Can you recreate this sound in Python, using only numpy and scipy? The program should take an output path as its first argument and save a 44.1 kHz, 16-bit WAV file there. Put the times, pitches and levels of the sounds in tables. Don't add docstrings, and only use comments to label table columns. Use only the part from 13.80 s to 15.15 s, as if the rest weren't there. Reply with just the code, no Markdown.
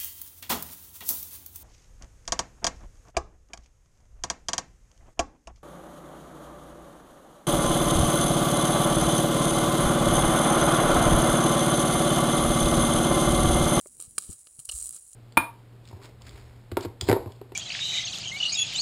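import sys
import numpy as np
from scipy import signal
from scipy.fft import rfft, irfft
from scipy.io import wavfile
from scipy.ndimage import uniform_filter1d

SR = 44100
rng = np.random.default_rng(int(sys.argv[2]) if len(sys.argv) > 2 else 0)


def digitize_waveform(pressure):
    field = np.atleast_2d(pressure).T
    bounded = np.clip(field, -1, 1)
    quanta = np.round(bounded * 32767).astype(np.int16)
    wavfile.write(sys.argv[1], SR, quanta)


N = 59535
T = np.arange(N) / SR

# pitch_hz, relative level_db (per Hz)
FRY = [(100, -32), (400, -27), (900, -30), (1400, -27), (1950, -33), (3000, -26.5), (4000, -23),
       (4700, -18), (5600, -20), (7000, -11), (8000, -5), (9300, 0), (10000, -3), (11000, -9), (12800, -22),
       (15700, -17)]
# pitch_hz, relative level_db (per Hz)
BODY = [(80, -14), (300, -3), (550, -2), (780, -10), (1300, 1), (1950, -13), (2600, -4), (5000, 3),
        (6500, -10), (14000, -30)]

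FLICKER_DB = 1.5


def undb(db):
    return 10 ** (np.asarray(db) / 20)


def unit(x):
    return x / np.sqrt(np.mean(x ** 2))


def pan(x, left_minus_right_db):
    return x * undb(np.array([[left_minus_right_db], [-left_minus_right_db]]) / 2)


def ring(x, response):
    return signal.fftconvolve(x, response)[:N]


def colour(points, size=1024):
    hz, db = np.array(points).T
    bin_hz = np.arange(size // 2 + 1) * SR / size
    level_db = np.interp(np.log(bin_hz + 1), np.log(hz), db)
    cepstrum = irfft(np.log(undb(level_db)))
    cepstrum[1:size // 2] *= 2
    cepstrum[size // 2 + 1:] = 0
    response = irfft(np.exp(rfft(cepstrum)))
    return response / np.linalg.norm(response)


def shade(points):
    shade_db = 2.5
    return colour([(hz, db + shade_db * rng.standard_normal()) for hz, db in points])


def modes(table):
    t = T[:N // 10]
    out = 0
    for k, (hz, db, t60) in enumerate(table):
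        decay = np.exp(-np.log(1000) * t / t60)
        out = out + (-1) ** k * undb(db) * np.sin(2 * np.pi * hz * t) * decay
    return out


def strike(start, table):
    return ring(signal.unit_impulse(N, int(start * SR)), modes(table))


def walk(rate_hz):
    step = int(SR / rate_hz)
    held = np.repeat(rng.standard_normal(N // step + 1), step)
    return unit(uniform_filter1d(held, step)[:N])


def bursts(rows, column, grain):
    out = 0
    for row in rows:
        h = grain()
        moment = signal.unit_impulse(N, int(row[0] * SR))
        out = out + undb(row[column]) * ring(moment, h / np.abs(h).max())
    return out


def air():
    # pitch_hz, relative level_db (per Hz)
    rumble_colour = [(20, -32), (40, -7), (62, 0), (110, -12), (250, -19), (500, -18), (1000, -23),
                     (2000, -26), (16000, -36)]
    # pitch_hz, relative level_db (per Hz)
    wind_colour = [(20, -14), (70, 0), (200, -3), (500, -15), (1000, -34), (4000, -60)]
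    # time_s, level_db
    gusts = [(0, -76), (.15, -64), (.40, -60), (.48, -63), (.5, -47), (.53, -58), (.59, -82), (.95, -78),
             (1.05, -62), (1.16, -67), (1.21, -84)]
    rumble_db, wind_pan_db = -73.3, 16
    shared, left, right = (ring(rng.standard_normal(N), colour(rumble_colour, size=8192)) for _ in range(3))
    rumble = undb(rumble_db) * (shared + undb(-8) * np.array([left, right]))
    wind = ring(rng.standard_normal(N), colour(wind_colour, size=4096))
    flutter = wind * undb(np.interp(T, *np.array(gusts).T))
    return rumble + pan(flutter * undb(-wind_pan_db / 2), wind_pan_db)


def thumps():
    # start_s, rise_s, decay_s (time constant), pitch_hz, level_db (louder side), left_minus_right_db
    pulses = [(.277, .004, .007, 95, -42, 18), (.492, .004, .013, 85, -30.5, 26),
              (.492, .002, .005, 170, -32, 24), (.495, .002, .005, 290, -39, 20),
              (.787, .002, .009, 130, -43, 18), (.883, .006, .025, 55, -50, 0),
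              (.929, .025, .016, 59, -37, -2), (.99, .03, .05, 58, -51, 0)]
    out = 0
    for start, rise, decay, hz, db, side_db in pulses:
        age = np.maximum(T - start, 0)
        swell = np.sin(np.pi / 2 * np.minimum(age / rise, 1)) ** 2
        fade = np.exp(-np.maximum(age - rise, 0) / decay)
        pulse = swell * fade * np.sin(2 * np.pi * hz * age)
        out = out + pan(pulse * undb(db - abs(side_db) / 2), side_db)
    return out


def knocks():
    # start_s, peak_db (before the brazier), pitch_ratio
    hits = [(.0595, -38, 1), (.197, -47, .81), (.381, -47, .78)]
    # pitch_hz (at ratio 1), relative level_db (per Hz)
    hollow = [(100, -24), (290, -10), (395, 1), (480, -5), (600, 0), (770, -27), (950, -15), (1350, -18),
              (1700, -30), (2130, -19), (2700, -44)]
    out = 0
    for start, db, ratio in hits:
        tuned = [(hz * ratio, gain_db) for hz, gain_db in hollow]
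        out = out + bursts([(start, db)], 1, lambda: colour(tuned, size=4096))
    return out


def embers(count=4):
    # start_s, length_s, level_db (before the brazier)
    cracks = [(.67, .002, -60), (.792, .008, -61), (.889, .004, -38.5), (.893, .004, -35),
              (.922, .005, -47), (1.325, .003, -62)]
    # pitch_hz (centre), relative level_db, t60_s
    coal_modes = [(540, -12, .024), (1270, -9, .018), (2880, 1, .021), (3130, -4, .02), (3661, -5, .02),
                  (4200, -2, .027), (5150, 1, .015), (6020, -4, .014)]
    detune = .02
    out = 0
    for start, length, db in cracks:
        for step in range(count):
            tear = np.floor((T - start) / length * count) == step
            detuned = [(hz * (1 + detune * rng.standard_normal()), gain_db, t60)
                       for hz, gain_db, t60 in coal_modes]
            coal = modes(detuned)
            out = out + undb(db) * ring(tear * rng.standard_normal(N), coal / np.linalg.norm(coal))
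    return out


def ping():
    centre_hz, spread_octaves, swell_s = 9150, .1, .00029
    film_db = -4
    film = shade(FRY)
    age = T[:len(film)]
    swell = (age / swell_s) ** 2 * np.exp(-2 * age / swell_s)
    hz = centre_hz * 2 ** (spread_octaves * rng.standard_normal())
    tone = swell * np.sin(2 * np.pi * hz * age)
    h = tone / np.linalg.norm(tone) + undb(film_db) * film
    return h / np.linalg.norm(h)


def tick():
    return shade(BODY)


def spit():
    # start_s, peak_db, body_peak_db
    stages = [(.3811, -18, -26), (.3818, -16.5, -24), (.3845, -10.5, -28)]
    # pitch_hz, relative level_db, t60_s
    hollow_modes = [(550, -5, .016), (1170, 2, .014), (1490, 5, .014), (2400, -3, .016), (3260, -4, .02),
                    (3950, -3, .018), (4500, 1, .022), (5080, 4, .022), (5990, -4, .02), (7760, 6, .022),
                    (8910, 4, .022), (9530, 5, .022)]
    ring_db = -33
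    burst = bursts(stages, 1, ping) + bursts(stages, 2, tick)
    return burst + undb(ring_db) * strike(stages[0][0], hollow_modes)


def bubbles(level, per_s, spread_db, grain, points, count=20):
    size_limit, steam_db = 3.0, -8
    size_db = spread_db * np.minimum(rng.exponential(size=N), size_limit)
    size = undb(size_db) * rng.choice([-1, 1], N)
    clicks = unit(size * (rng.random(N) < per_s / SR))
    kind = rng.integers(count, size=N)
    crackle = sum(ring(level * clicks * (kind == k), grain()) for k in range(count))
    steam = ring(level * rng.standard_normal(N), colour(points))
    return (crackle + undb(steam_db) * steam) / np.hypot(1, undb(steam_db))


def flares(column, grain, points):
    # start_s, hold_s, release_s (to -20 dB), level_db, body_level_db
    drips = [(.197, .036, .06, -45.5, -60), (.381, .005, .009, -33, -42), (.39, .055, .12, -46, -59),
             (.485, .048, .025, -46.5, -63), (.79, .012, .03, -46, -64), (.849, .008, .012, -46, -76),
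             (.888, .007, .02, -35, -51), (.914, .012, .02, -37, -61), (.93, .115, .175, -39.4, -67),
             (1.125, .045, .022, -46.5, -63)]
    attack_s, per_s, spread_db = .0015, 2000, 4.3
    power = 0
    for row in drips:
        start, hold, release = row[:3]
        age = T - start
        attack = np.clip(age / attack_s, 0, 1)
        level_db = row[column] - 20 * np.maximum(age - hold, 0) / release
        power = power + (attack * undb(level_db)) ** 2
    sputter = undb(FLICKER_DB * walk(300))
    return bubbles(np.sqrt(power) * sputter, per_s, spread_db, grain, points)


def sizzle():
    # start_s, peak_db (before the brazier)
    snaps = [(.0123, -32), (.0724, -31), (.169, -37), (.2016, -25), (.2125, -25), (.2243, -25),
             (.3094, -35), (.4383, -30), (.5301, -30), (.7924, -29), (.8016, -28), (.8547, -25),
             (.9142, -24), (.9205, -25), (.9515, -27), (.9617, -26), (.9686, -27), (.9798, -27),
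             (.9894, -26), (.9995, -25), (1.0265, -20.5), (1.0582, -21.5), (1.0669, -23), (1.0726, -26),
             (1.0929, -22), (1.1087, -24), (1.1268, -28), (1.1468, -27), (1.163, -31), (1.3322, -32)]
    # start_s, peak_db (before the brazier)
    coal_ticks = [(.2016, -43), (.2243, -41), (.6711, -36), (.7924, -42), (1.1089, -45), (1.179, -47)]
    fry_db, per_s, spread_db = -54.6, 2600, 4.2
    fry_level = undb(fry_db + FLICKER_DB * walk(45))
    fry = bubbles(fry_level, per_s, spread_db, ping, FRY)
    flaring = flares(-2, ping, FRY) + flares(-1, tick, BODY)
    return fry + flaring + bursts(snaps, 1, ping) + bursts(coal_ticks, 1, tick)


def brazier(x):
    reflections_db, t60_s = -9, .015
    pan_db, side_db = -1.1, -21
    t = T[:N // 20]
    fade = np.exp(-np.log(1000) * t / t60_s) * (t > .0005)
    mid, side = (ring(x, fade * rng.standard_normal(len(t)) / np.linalg.norm(fade)) for _ in range(2))
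    centre = pan(x + undb(reflections_db) * mid, pan_db)
    return centre + undb(side_db) * side * np.array([[1], [-1]])


def scene():
    return air() + thumps() + brazier(knocks() + embers() + spit() + sizzle())


def record(dry):
    top_hz = 15850
    low_pass = signal.ellip(10, .2, 70, top_hz, fs=SR, output="sos")
    return signal.sosfilt(low_pass, dry)


dry = scene()
out = record(dry)
digitize_waveform(out)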